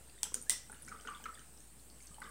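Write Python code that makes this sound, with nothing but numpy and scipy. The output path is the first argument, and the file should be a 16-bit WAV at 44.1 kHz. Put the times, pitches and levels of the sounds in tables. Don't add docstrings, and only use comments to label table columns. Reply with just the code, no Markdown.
import sys
import numpy as np
from scipy import signal
from scipy.io import wavfile
from scipy.ndimage import uniform_filter1d

SR = 44100
rng = np.random.default_rng(int(sys.argv[2]) if len(sys.argv) > 2 else 0)


def dump_mix(stems):
    frames = np.atleast_2d(stems).T
    limited = np.clip(frames, -1, 1)
    pcm = np.round(limited * 32767).astype(np.int16)
    wavfile.write(sys.argv[1], SR, pcm)


def invert_db(level):
    return 10 ** (np.asarray(level, dtype=float) / 20)


N = 101430
SHELF_HZ = 15850


def evened(x):
    return x / np.sqrt(np.mean(x ** 2) + 1e-20)


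def read(points, hz):
    f, value = np.transpose(points)
    return np.interp(np.log(hz + 1), np.log(f + 1), value)


def add(mix, s, sound):
    part = mix[round(s * SR):][:len(sound)]
    part += sound[:len(part)]


def resonate(x, hz, width_hz):
    turn = np.exp(2j * np.pi * hz * np.arange(len(x)) / SR)
    r = np.exp(-np.pi * width_hz / SR)
    return 2 * (turn * signal.lfilter([1 - r], [1, -r], x / turn)).real


def resonate_twice(x, hz, width_hz):
    return resonate(resonate(x, hz, width_hz), hz, width_hz)


def puff(noise, hz, width_hz, fall_s):
    u = np.arange(len(noise)) / SR / fall_s
    x = resonate_twice(noise * np.sqrt(u) * np.exp(-u), hz, width_hz)
    return x / abs(x).max()


def ring(modes, cycles, soft_s=.0001):
    longest_s = .03
    t = np.arange(round(longest_s * SR)) / SR
    x = np.zeros(len(t))
    for hz, db, t60 in modes:
        t60_s = min(t60, cycles / hz)
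        x += invert_db(db - 60 * t / t60_s) * np.sin(2 * np.pi * hz * t)
    x = x * (1 - np.exp(-t / soft_s)) * np.cos(np.pi / 2 * t / longest_s)
    return x / abs(x).max()


def bubble(hz, t60_s, swell_s):
    rise_per_s = 4.8
    t = np.arange(round(t60_s * SR)) / SR
    tone = np.sin(2 * np.pi * hz * (t + rise_per_s * t ** 2 / 2))
    x = invert_db(-60 * t / t60_s) * (1 - np.exp(-t / swell_s)) * tone
    return x / abs(x).max()


def hiss():
    # f/Hz, density/dB
    hiss_colour = [(25, -62), (90, 11.5), (200, 7.5), (500, 1.5), (1500, -7.5), (4000, -8.5), (11000, -9),
                   (15500, -9.5)]
    level_db, patch_db = -63.5, 2
    frames, hz = N // 256 + 5, np.fft.rfftfreq(1024, 1 / SR)
    a, b, patches = rng.standard_normal((frames, 513, 3)).T
    patches = uniform_filter1d(patches, size=12, axis=0)
    patches = evened(uniform_filter1d(patches, size=10, axis=1))
    gain = invert_db(read(hiss_colour, hz)[:, None] + patch_db * patches)
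    z = (a + 1j * b) * gain * (hz < SHELF_HZ)[:, None]
    x = signal.istft(z, nperseg=1024, noverlap=768)[1][:N]
    return invert_db(level_db) * evened(x)


def hum():
    hum_hz, width_hz, level_db, steady_share = 58, 24, -63.5, 0.85
    fuzz, wander = rng.standard_normal((2, 2 * N))
    fuzz = evened(resonate_twice(fuzz, hum_hz, width_hz)[N:])
    wander = uniform_filter1d(uniform_filter1d(wander, size=3000), size=3000)
    wander_hz = 4.19 * evened(wander[N:])
    steady = np.sqrt(2) * np.sin(2 * np.pi * np.cumsum(hum_hz + wander_hz) / SR)
    return invert_db(level_db) * (steady_share * steady + (1 - steady_share) * fuzz)


def whines():
    # f/Hz, level/dB
    tones = [(8000, -88), (9000, -85)]
    t = np.arange(N) / SR
    return sum(invert_db(db) * np.sin(2 * np.pi * f * t) for f, db in tones)


def fizz():
    # t/s, level/dB
    effort = [(0, -6), (.2, -6.5), (.6, -13), (.75, -1.5), (.9, -3.5), (1.1, 2.5), (1.398, 0), (1.5, -16.5),
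              (1.949, -21), (2.05, -5), (2.3, -13)]
    rate_per_s, level_db, spread_db = 550, -69.5, 3.5
    size = invert_db(spread_db * np.minimum(rng.exponential(1, N), 4))
    size = size * (rng.random(N) < rate_per_s / SR)
    size = size * invert_db(level_db + np.interp(np.arange(N) / SR, *np.transpose(effort)))
    kind, pitches_hz = rng.integers(0, 24, N), np.geomspace(1370, 6000, num=24)
    out = np.zeros(N)
    for k, hz in enumerate(pitches_hz):
        out += signal.oaconvolve(size * (kind == k), bubble(hz, 32 / hz, swell_s=0.000098))[:N]
    return out


def drips():
    # t/s, peak level/dB, f/Hz
    drops = [(0.0957, -51.5, 2630), (0.187, -46.5, 3580), (0.7444, -50.5, 2970), (0.767, -50.5, 2890),
             (0.884, -55, 4120), (0.96, -54.5, 3470), (0.9994, -47.5, 3040), (1.013, -55, 3300),
             (1.0737, -38.5, 3050), (1.0802, -38.5, 2860), (1.1486, -39.5, 3430), (1.1722, -45.5, 3240),
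             (1.2408, -41.5, 3010), (1.256, -57, 4000), (1.2618, -48, 2984), (1.3409, -48, 4730),
             (1.3524, -45, 3450), (1.3931, -47, 3030), (1.7966, -53, 4200), (2.0044, -54, 4530),
             (2.0752, -48.5, 4530), (2.1439, -48.5, 3000), (2.146, -53, 4200), (2.2355, -46, 3600),
             (2.241, -51, 3410), (2.258, -48, 3000)]
    out, level_db = np.zeros(N), -6.5
    for s, db, hz in drops:
        add(out, s, invert_db(db + level_db) * bubble(hz, t60_s=0.013, swell_s=.0005))
    return out


def ticks():
    # t/s, peak level/dB, f/Hz
    bursts = [(0.097, -55.5, 4700), (0.19, -62, 6000), (0.2295, -52, 11500), (0.335, -63, 8700),
              (0.415, -49.5, 8670), (0.4245, -49, 9000), (0.4246, -52, 13000), (0.6965, -58.5, 7600),
              (0.7183, -46.5, 9740), (0.744, -58, 9400), (0.8222, -46, 10170), (0.829, -51, 9900),
              (0.849, -50.5, 5900), (0.864, -56, 8700), (0.877, -53, 5000), (0.884, -49, 6600),
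              (0.884, -52, 10200), (0.891, -49, 5200), (0.893, -51, 6800), (1.0103, -50, 5600),
              (1.074, -49, 6500), (1.225, -54, 14950), (1.2402, -47.5, 6000), (1.1, -55.5, 8800),
              (1.345, -57.5, 8700), (1.3934, -51, 6000), (1.575, -53, 5530), (1.6044, -53, 6500),
              (2.009, -58, 6800), (2.018, -63, 8800), (2.0252, -50.5, 6500), (2.0254, -57, 10200),
              (2.0266, -57, 14700), (2.058, -59, 8800), (2.0583, -59, 11500), (2.069, -58, 8900),
              (2.0707, -48.5, 5900), (2.081, -57, 6600), (2.143, -58, 8970), (2.2028, -52.5, 9460),
              (2.222, -53, 4900), (1.9, -52, 4750), (2.242, -52, 4900), (2.292, -55, 10300)]
    out, level_db = np.zeros(N), 1.5
    for s, db, hz in bursts:
        noise = rng.standard_normal(800)
        add(out, s, invert_db(db + level_db) * puff(noise, hz, width_hz=1150, fall_s=0.00069))
    return out


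def bubbles():
    # t/s, peak level/dB, f/Hz, t60/s
    large = [(0.178, -55.5, 1880, 0.0128), (0.465, -56, 1627, 0.15), (0.697, -47.5, 1413, 0.036),
             (0.727, -44, 1530, 0.0058), (0.879, -44.5, 1440, 0.017), (0.885, -46, 1455, 0.019),
             (0.917, -39.5, 1380, 0.017), (0.923, -38.5, 1240, 0.028), (1.05, -44.5, 1413, 0.036),
             (1.072, -37, 1415, 0.018), (1.087, -36.5, 1151, 0.038), (1.201, -50.5, 844, 0.017),
             (1.239, -51, 1585, 0.052), (1.256, -35.5, 1336, 0.031), (1.262, -35, 1260, 0.029),
             (1.375, -48.5, 1750, 0.015), (2.004, -54.5, 2170, 0.0105), (2.113, -57, 1190, 0.046),
             (2.1828, -45.5, 852, 0.039), (2.218, -38.5, 1475, 0.023)]
    # t/s, peak level/dB, f/Hz, t60/s
    further_tones = [(0.319, -49.5, 990, 0.015), (0.321, -50.5, 384, 0.025), (0.343, -46, 1504, 0.021),
                     (0.497, -52, 644, 0.032), (0.4975, -36, 1990, 0.033), (0.697, -49, 847, 0.024),
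                     (0.73, -52.5, 1650, 0.024), (0.877, -51.5, 1920, 0.022), (0.885, -53, 2230, 0.034),
                     (1.05, -61.5, 1940, 0.018), (1.072, -46, 1800, 0.02), (1.078, -47, 1280, 0.032),
                     (1.080, -53.5, 820, 0.049), (1.083, -39, 1430, .02), (1.132, -47, 1280, 0.013),
                     (1.136, -47, 1110, 0.028), (1.256, -43, 2090, 0.014), (2.218, -45, 1936, 0.021),
                     (2.226, -41, 1190, 0.017), (2.247, -58, 1185, 0.014), (2.252, -50, 2020, .015),
                     (2.264, -48.5, 1610, 0.031), (2.275, -47.5, 1150, 0.023)]
    out, level_db, splash_db = np.zeros(N), -2.5, -8.5
    for s, db, hz, t60_s in large + further_tones:
        splash = puff(rng.standard_normal(6000), 1.02 * hz, 0.94 * hz, fall_s=0.0052)
        add(out, s, invert_db(db + level_db) * bubble(hz, t60_s, swell_s=0.0014))
        add(out, s, invert_db(db + level_db + splash_db) * splash)
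    return out


def clinks():
    # t/s, peak level/dB, rebound delay/s, rebound level/dB, level into room/dB
    hits = [
        (0.2315, -17.5, .0011, -7, -3),
        (0.3425, -26, 0.00083, 4, 0),
        (0.4964, -14, 0.0016, -40, 0.5),
    ]
    # f/Hz, level/dB, t60/s
    spots = [
        [(870, -20, 0.016), (1488, -26, .03), (3330, -10, .014), (4430, -8.5, .011), (6020, -2.5, 0.013),
         (6600, -1.5, 0.0086), (7940, -8, .006), (8820, -6, .006), (9547, -2, .006), (10900, -9.5, .006),
         (13860, -11, 0.0038), (15300, -11.5, .003)],
        [(3020, -4, 0.013), (6280, 4.5, 0.0099), (6660, 5, 0.0066), (7080, -7, .005), (8320, 7, .005),
         (9030, 5, 0.0058), (9460, 1.5, 0.0031), (11500, -25, .006), (14200, 3, .004)],
        [(1980, -18, .03), (3300, -15, 0.016), (3800, -10, 0.0094), (4050, -14, 0.02), (5870, -4.5, .01),
         (7600, -11, .008), (8800, -2, 0.0036), (9560, -1.5, 0.0046), (10640, -1.5, .007), (12240, -9, .004),
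         (14700, -22, 0.0034), (15600, -3.5, .004)],
    ]
    # f/Hz, level/dB, t60/s
    away_modes = [
        [(1360, -25, 0.019), (3240, -17.5, 0.014), (6000, -18, 0.0036), (7550, -16, .008), (7920, -14, 0.0064)],
        [(1320, -16.5, 0.013), (6800, -20, 0.015), (7000, -6, .012), (10430, -10, .008)],
        [(1990, -36, 0.018), (3560, -14.5, 0.017), (5580, -9.5, 0.013), (5900, -12, 0.01), (7850, -14, 0.005),
         (9150, -14, 0.0028)],
    ]
    level_db, crack_s = -3, .00012
    direct, sideways = np.zeros((2, N))
    click = np.exp(-np.arange(400) / SR / crack_s)
    crack = invert_db(-4.5) * puff(np.diff(click, prepend=0), hz=6500, width_hz=5100, fall_s=crack_s)
    for (s, db, after_s, again_db, room_db), modes, away in zip(hits, spots, away_modes):
        hit_db = db + level_db
        sound = invert_db(hit_db) * ring(modes, cycles=42)
        add(direct, s, sound)
        add(direct, s + after_s, invert_db(again_db) * sound)
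        add(direct, s, invert_db(hit_db) * crack)
        add(sideways, s, invert_db(hit_db + room_db + 4) * ring(modes, cycles=22))
        add(sideways, s, invert_db(hit_db + room_db + 6) * crack)
        for hz, away_db, t60_s in away:
            add(sideways, s, invert_db(db + away_db) * ring([(hz, 0, t60_s)], cycles=120))
    return np.stack([direct, sideways])


def knocks():
    # t/s, peak level/dB
    bumps = [(0.233, -52.5), (0.343, -43.5), (0.492, -58), (0.692, -51), (0.874, -48), (0.915, -54),
             (1.045, -44.5), (1.079, -56), (1.205, -52.5), (1.231, -51.5), (1.255, -54.5), (2.02, -63.5),
             (2.101, -58.5), (2.212, -47)]
    out, level_db = np.zeros(N), -10
    for s, db in bumps:
        noise = rng.standard_normal(6000)
        thud = sum(puff(noise, hz, width_hz=130, fall_s=.02) for hz in (235, 409))
        add(out, s, invert_db(db + level_db) * thud)
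    return out


def room(x):
    # delay/s, level/dB
    near_walls = [(.0066, -18), (.0074, -18), (.0082, -22), (.0091, -14), (.0101, -19)]
    # delay/s, level/dB
    far_walls = [(.0195, -7), (.0245, -11), (.035, -9)]
    # f/Hz, t60/s
    decay = [(200, 0.249), (600, 0.1), (1400, 0.45), (3500, 0.302), (6000, 0.357), (9000, 0.225),
             (11500, .2), (15000, .17)]
    # f/Hz, level/dB
    tail_colour = [(200, 12), (1500, -0.5), (5500, -0.5), (9000, -2.5), (12000, 6), (15000, 10.5)]
    tabletop_s, tabletop_db, room_start_s, room_db = .002, -12, 0.0092, -6
    dull_hz, low_wait_s, low_wait_db = 2000, .018, -9
    near_wall_bass = .35

    taps = np.zeros(SR // 2)
    at = np.arange(round(tabletop_s * SR), SR // 2 - 12, 12)
    signs = rng.choice([-1., 1.], len(at))
    taps[at + rng.integers(0, 12, len(at))] = signs * invert_db(tabletop_db * (at < room_start_s * SR))

    hz, t, z = signal.stft(taps, SR, nperseg=128)
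    z = z * (hz < SHELF_HZ - 200)[:, None]
    z = z * invert_db(low_wait_db * (hz < dull_hz)[:, None] * (t < low_wait_s))
    z = z * invert_db(read(tail_colour, hz)[:, None] - 60 * t / read(decay, hz)[:, None])
    tail = signal.istft(z, SR, nperseg=128)[1]
    tail = invert_db(room_db) * tail / np.linalg.norm(tail)

    dull = signal.firwin(63, dull_hz, fs=SR)
    for s, db in near_walls:
        add(tail, s, np.array([invert_db(db)]))
        add(tail, s - 31 / SR, invert_db(db) * (near_wall_bass - 1) * dull)
    for s, db in far_walls:
        add(tail, s, invert_db(db) * dull)
    return signal.fftconvolve(x, tail)[:N]


def scene():
    air = hiss() + hum() + whines()
    water = fizz() + drips() + ticks() + bubbles() + knocks()
    direct, sideways = clinks() + water
    return (direct + room(sideways) + air)[None]


def low_pass(x):
    return signal.sosfilt(signal.butter(12, 17010, fs=SR, output="sos"), x)


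def record(dry):
    port_hz, port_width_hz, port_db = 8447, 2100, 11
    shelf_db, edge_hz, offset = -12, 16950, -.0009
    x = dry[0] + invert_db(port_db) * resonate_twice(dry[0], port_hz, port_width_hz)
    low, full = (signal.firwin(511, hz, window=("kaiser", 9), fs=SR) for hz in (SHELF_HZ, edge_hz))
    x = signal.oaconvolve(x, low + invert_db(shelf_db) * (full - low), "same") + offset
    return low_pass(x[None])


dry = scene()
out = record(dry)
dump_mix(out)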